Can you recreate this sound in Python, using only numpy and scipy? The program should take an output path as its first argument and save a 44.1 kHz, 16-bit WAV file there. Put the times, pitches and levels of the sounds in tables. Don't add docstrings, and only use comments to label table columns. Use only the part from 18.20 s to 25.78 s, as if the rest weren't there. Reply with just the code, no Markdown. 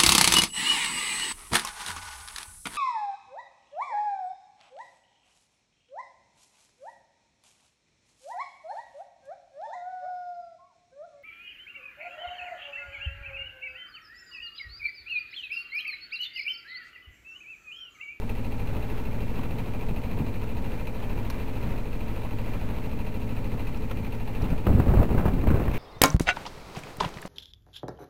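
import sys
import numpy as np
from scipy import signal
from scipy.fft import rfft, irfft, next_fast_len
from scipy.io import wavfile
from scipy.ndimage import uniform_filter1d

SR = 44100
rng = np.random.default_rng(int(sys.argv[2]) if len(sys.argv) > 2 else 0)


def to_wav(sig):
    pcm = np.clip(np.atleast_2d(sig), -1, 1) * 32767
    pcm = np.round(pcm).astype(np.int16)
    wavfile.write(sys.argv[1], SR, pcm.T)


def field_ratio(decibels):
    return 10 ** (np.asarray(decibels, dtype=float) / 20)


N = 334278
TIME_S = np.arange(N) / SR


def evened(x):
    return x / np.sqrt(np.mean(x ** 2) + 1e-20)


def noise(count=N):
    return rng.standard_normal(count)


def filtered(x, order, hz, kind="low"):
    return signal.sosfilt(signal.butter(order, hz, kind, fs=SR, output="sos"), x)


def coloured(x, spectrum):
    size = next_fast_len(len(x))
    hz, db = np.transpose(spectrum)
    log_hz = np.log(np.fft.rfftfreq(size, 1 / SR) + 1)
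    gain = field_ratio(np.interp(log_hz, np.log(hz), db))
    return irfft(rfft(x, size) * gain, size)[:len(x)]


def ring(x, modes):
    out = 0
    for hz, width_hz, db in modes:
        peak = signal.iirpeak(hz, hz / width_hz / 1.5, SR)
        out = out + field_ratio(db) * signal.lfilter(*peak, signal.lfilter(*peak, x))
    return out


def wander(hz):
    return evened(filtered(noise(), 2, hz))


# (time [s], firings so far [count])
CRANK = [(0, -.319), (1.2, 15.483), (2, 26.069), (2.8, 36.612), (4.2, 55.112), (6, 78.93), (7.6, 100.05)]
THROB_DB = [-46, -38.5, -41, -44.5, -44.5, -50, -46.5, -39.5, -46.5, -64, -57, -51, -54, -53.5, -57, -54,
            -45, -50.5, -56, -47.5, -60, -68, -60.5, -62, -57]
# (multiple [firing rate], level [dB rms])
WHINE = [(30, -66), (32, -56.5), (33, -53), (35, -68.5), (36, -54.5), (39, -62), (40, -69.5), (41, -60),
         (44, -58.5), (46, -60), (62, -67), (67, -60), (71, -60.5), (72, -62.5)]
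SWELL_AT = [(3, .94), (4, 1.28), (5, .92), (8, 1.32), (9, 1.57), (12, 1.3), (20, 1.37), (72, 1.1)]


def throb():
    turns = np.interp(TIME_S, *np.transpose(CRANK))
    sway = wander(3.75)
    multiples = np.arange(73)
    late = np.cumsum(np.interp(multiples, *np.transpose(SWELL_AT)))
    loose = np.minimum(multiples / 40, 1) * rng.uniform(-.5, .5, 73)
    out = np.zeros(N)
    for k, db in list(enumerate(THROB_DB, 1)) + [(round(k), db) for k, db in WHINE]:
        level = field_ratio(db + 1.75 * np.roll(sway, 4000 * k)) * np.sqrt(2)
        out += level * np.cos(2 * np.pi * (k * turns - late[k] + loose[k]))
    return out


def beats(share, spread_db, jitter):
    s, firings = np.transpose(CRANK)
    luck = rng.standard_normal((104, 2))
    cycle = np.arange(-2, 102) + share + jitter * luck[:, 0]
    at = np.interp(cycle, firings, s, -1, 99) * SR
    inside = (at >= 0) & (at < N)
    clicks = np.zeros(N)
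    clicks[at[inside].astype(int)] = field_ratio(spread_db * luck[inside, 1])
    return clicks


# (time [share of cycle], into cover [dB], into block [dB], rattle t60 [s])
BLOWS = [
    (.655, -2, -10, .07),
    (.915, -1, 0, .042),
    (.1, -3, -7, .085),
]
# (frequency [Hz], width [Hz], level [dB])
COVER = [(2100, 250, -7), (2378, 28, 3)]
# (frequency [Hz], width [Hz], level [dB])
BLOCK = [(2551, 210, 1), (2688, 80, -3), (2910, 400, -17), (3970, 420, -14), (3960, 150, -19),
         (6400, 92, -21.5)]
# (frequency [Hz], width [Hz], level [dB])
HULL = [(316, 14, 10), (448, 70, 13), (506, 41, 10), (596, 35, 4), (818.5, 55, 8), (954, 43, 6.5),
        (1308, 53, 0.5)]
# (frequency [Hz], level [dB])
CLATTER = [(150, 11), (300, 5), (500, 2.5), (950, 2.5), (1400, -8), (2500, -3), (3400, -15), (4500, -14.5),
           (5000, -34), (8000, -35)]
KNOCK_DB, CLATTER_DB, HULL_DB = -53, 9.0, -47.5


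def knock():
    t = np.arange(SR // 5) / SR
    cover, block, envelope = np.zeros((3, N))
    for share, cover_db, block_db, t60_s in BLOWS:
        clicks = beats(share, spread_db=1.4, jitter=.008)
        decay = field_ratio(-60 * t / t60_s) * (1 - np.exp(-t / 0.0039))
        dying = signal.oaconvolve(clicks, decay)[:N]
        blow = dying * noise() + 7 * clicks
        cover += field_ratio(cover_db) * blow
        block += field_ratio(block_db) * blow
        envelope += field_ratio(block_db) * dying
    metal = evened(ring(cover, COVER) + ring(block, BLOCK))
    hull = evened(ring((envelope + 0.067) * noise(), HULL))
    rattle = (uniform_filter1d(envelope, 300) + 0.18) * noise()
    clatter = field_ratio(CLATTER_DB) * evened(coloured(rattle, CLATTER))
    return field_ratio(KNOCK_DB) * (metal + clatter) + field_ratio(HULL_DB) * hull


# (crest time [s], level [dB rms])
PUFFS = [(.57, -33.5), (1.15, -34.5), (1.42, -35.5), (1.72, -35), (2.02, -28), (2.41, -34), (2.98, -37),
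         (3.53, -31), (3.85, -43), (4.48, -42), (4.79, -37), (5.33, -31.5), (5.84, -32.5)]
CALM_DB, BUILD_DB_PER_S, DROP_DB_PER_S, PUFF_RUSH_DB = -44, 69, 164, -14.5
# (start [s], hold [s], level [dB rms], rush above 280 Hz re level [dB])
BLASTS = [(6.22, 0.028, -25, -23), (6.32, 0.0068, -22, -14), (6.472, .02, -20.5, -9.5),
          (6.503, 0.053, -19.5, -17.5), (6.585, 0.03, -21, -10.5), (6.668, 0.082, -19, -9),
          (6.779, 0.049, -19, -7.5), (6.904, .08, -22, -10.5), (7.045, 0.041, -26, -5.5),
          (7.128, 0.096, -26, -13), (7.277, 0.036, -19.5, -11), (7.332, 0.096, -26.5, -7),
          (7.47, 0.16, -29.5, -9.5)]
ATTACK_DB_PER_S, RELEASE_DB_PER_S = 700, 308
# (frequency [Hz], level [dB])
WIND = [(8, 4), (30, 0), (150, -3), (400, -8), (700, -18), (1400, -28.5), (3000, -45), (8000, -85)]


def wind():
    pressure = np.full(N, field_ratio(CALM_DB))
    for s, db in PUFFS:
        fall_db = np.maximum(BUILD_DB_PER_S * (s - TIME_S), DROP_DB_PER_S * (TIME_S - s))
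        pressure += field_ratio(db - fall_db)
    rushing = field_ratio(PUFF_RUSH_DB) * pressure
    for s, hold_s, db, rush_db in BLASTS:
        before_db = ATTACK_DB_PER_S * (s - TIME_S)
        after_db = RELEASE_DB_PER_S * (TIME_S - s - hold_s)
        blast = field_ratio(db - np.maximum(np.maximum(before_db, after_db), 0))
        pressure += blast
        rushing += field_ratio(rush_db) * blast
    air = coloured(noise(), WIND)
    low = evened(filtered(air, 3, 280))
    rush = evened(filtered(air, 2, 280, "high"))
    crackle = field_ratio(3 * wander(120))
    return pressure * field_ratio(1.03 * wander(42)) * low + rushing * crackle * rush


# (time [s], peak level [dB], length [ms])
POPS = [(1.977, -24, 6), (1.995, -30, 8), (6.228, -29.5, 12), (6.303, -32, 5), (6.467, -8, 4.7),
        (6.492, -19, 8.9), (6.518, -27, 8), (6.579, -25, 12), (6.599, -10, 4.4), (6.659, -35, 6.8),
        (6.685, -16.5, 6.4), (6.711, -22, 8.8), (6.744, -21, 8), (6.945, -22, 9.8), (6.978, -14, 35),
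        (7.054, -12, 25), (7.08, -16, 6.5), (7.18, -21, 14), (7.238, -19.5, 8), (7.27, -13.5, 6.7),
        (7.303, -15.5, 16), (7.342, -15, 8.9), (7.397, -16, 18), (7.479, -21, 7), (7.558, -24.5, 5.8)]
# (frequency [Hz], level [dB])
POP = [(200, 17), (500, 2), (1000, 0.5), (1800, -8.5), (3000, -18.5), (5000, -52), (8000, -55)]


def pops():
    out = np.zeros(N + SR)
    t = np.arange(SR // 10) / SR
    for s, db, ms in POPS:
        envelope = np.exp(-t * 1000 / max(ms, 1)) * (1 - np.exp(-t / 0.00091))
        flutter = coloured(noise(len(t)), POP) * envelope
        out[round(s * SR):][:len(t)] += field_ratio(db) * flutter / abs(flutter).max()
    return out[:N]


# (crest time [s], peak level [dB], length [ms], direction [sign])
THUMPS = [(2.034, -17, 1.2, 1), (6.232, -18, 3, 1), (6.328, -11, 1.6, 1), (6.504, -13, 1.4, 1),
          (6.511, -9, 3, -1), (6.552, -7, 2, 1), (6.69, -13, 1.2, 1), (6.748, -13, 1, 1),
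          (6.774, -9, 1.4, -1), (6.799, -8, 1.6, -1), (6.918, -13, 1, 1), (6.949, -13, 1, 1),
          (6.98, -12, 1.4, -1), (7.283, -8, 2, 1), (7.345, -11, .8, 1), (7.486, -15, 3, 1)]


def thumps():
    out = np.zeros(N)
    for s, db, ms, direction in THUMPS:
        u = np.arange(-800, 800) / SR * 1000 / ms
        crest = (1 - 0.37 * u ** 2) * np.exp(-u ** 2 / 2)
        out[round(s * SR) - 800:][:1600] += np.sign(direction) * field_ratio(db) * crest
    return out


# (time [s], peak level [dB])
TICKS = [
    (2.2394, -46),
    (3.1005, -28.5),
    (5.572, -42),
    (5.713, -39),
    (5.95, -42),
    (6.22, -40),
    (6.302, -40),
]
# (frequency [Hz], width [Hz], level [dB])
FITTING = [(1050, 150, 7), (1450, 150, 7), (2600, 900, -3), (4050, 400, 3), (4900, 400, 1), (5600, 350, 2)]


def ticks():
    out = np.zeros(N)
    t = np.arange(SR // 20) / SR
    for s, db in TICKS:
        strike = field_ratio(-60 * t / .036) * noise(len(t)) + 10 * (t == 0)
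        tick = ring(strike, FITTING)
        out[round(s * SR):][:len(t)] += field_ratio(db) * tick / abs(tick).max()
    return out


def swells(rows, spectrum):
    shape = sum(field_ratio(db) * np.exp(-((TIME_S - s) / length_s) ** 2) for s, db, length_s in rows)
    return shape * field_ratio(4.1 * wander(87)) * evened(coloured(noise(), spectrum))


# (crest time [s], level [dB rms], length [s])
SLAPS = [(.55, -49.5, 0.06), (1.2, -49, 0.055), (1.4, -53.5, 0.058), (1.93, -51, 0.045), (2.25, -50, 0.037),
         (2.8, -49.5, 0.083), (3.52, -52, 0.034), (4.05, -52, 0.092), (4.3, -66, .04), (4.55, -50.5, 0.085),
         (5.72, -41.5, 0.012), (5.85, -54, 0.027), (6.24, -46.5, .06)]
# (frequency [Hz], level [dB])
SLAP = [(200, -38), (500, 7), (1000, 7.5), (1600, -3), (2500, -4), (4000, -10), (6000, -47)]


def slaps():
    return swells(SLAPS, SLAP)


# (crest time [s], level [dB rms], length [s])
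SCRAPE = (7.556, -40, 0.02)
# (frequency [Hz], level [dB])
SLEEVE = [(800, -24), (1500, -7), (2300, 0), (3000, -7), (5000, -24)]


def scrape():
    return swells([SCRAPE], SLEEVE)


# (frequency [Hz], level [dB])
WASH = [(40, 7.5), (150, -6.5), (300, -5.5), (500, -10), (900, -17), (1500, -19), (2600, -25.5),
        (3600, -29.5), (5000, -39), (8000, -43)]
WASH_DB = -41


def wash():
    return field_ratio(WASH_DB + 2.5 * wander(1.8)) * evened(coloured(noise(), WASH))


def scene():
    engine = throb() + knock()
    air = wind() + pops() + thumps()
    water = slaps() + wash()
    return (engine + air + ticks() + scrape() + water)[None]


def top_cut(x):
    return signal.sosfilt(signal.butter(12, 15800, fs=SR, output="sos"), x)


def record(dry):
    hiss_db, offset = -62.0, -.0375
    slow = signal.resample_poly(dry, 160, 441, axis=1)
    slow = 0.79 * np.tanh(slow / 0.8) + field_ratio(hiss_db) * noise(slow.shape)
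    held = slow[:, np.arange(N) * 160 // 441]
    edge = signal.firwin(511, 15790, window=("kaiser", 9), fs=SR)
    mix = signal.oaconvolve(held, edge[None], "same") + offset
    return top_cut(mix)


dry = scene()
out = record(dry)
to_wav(out)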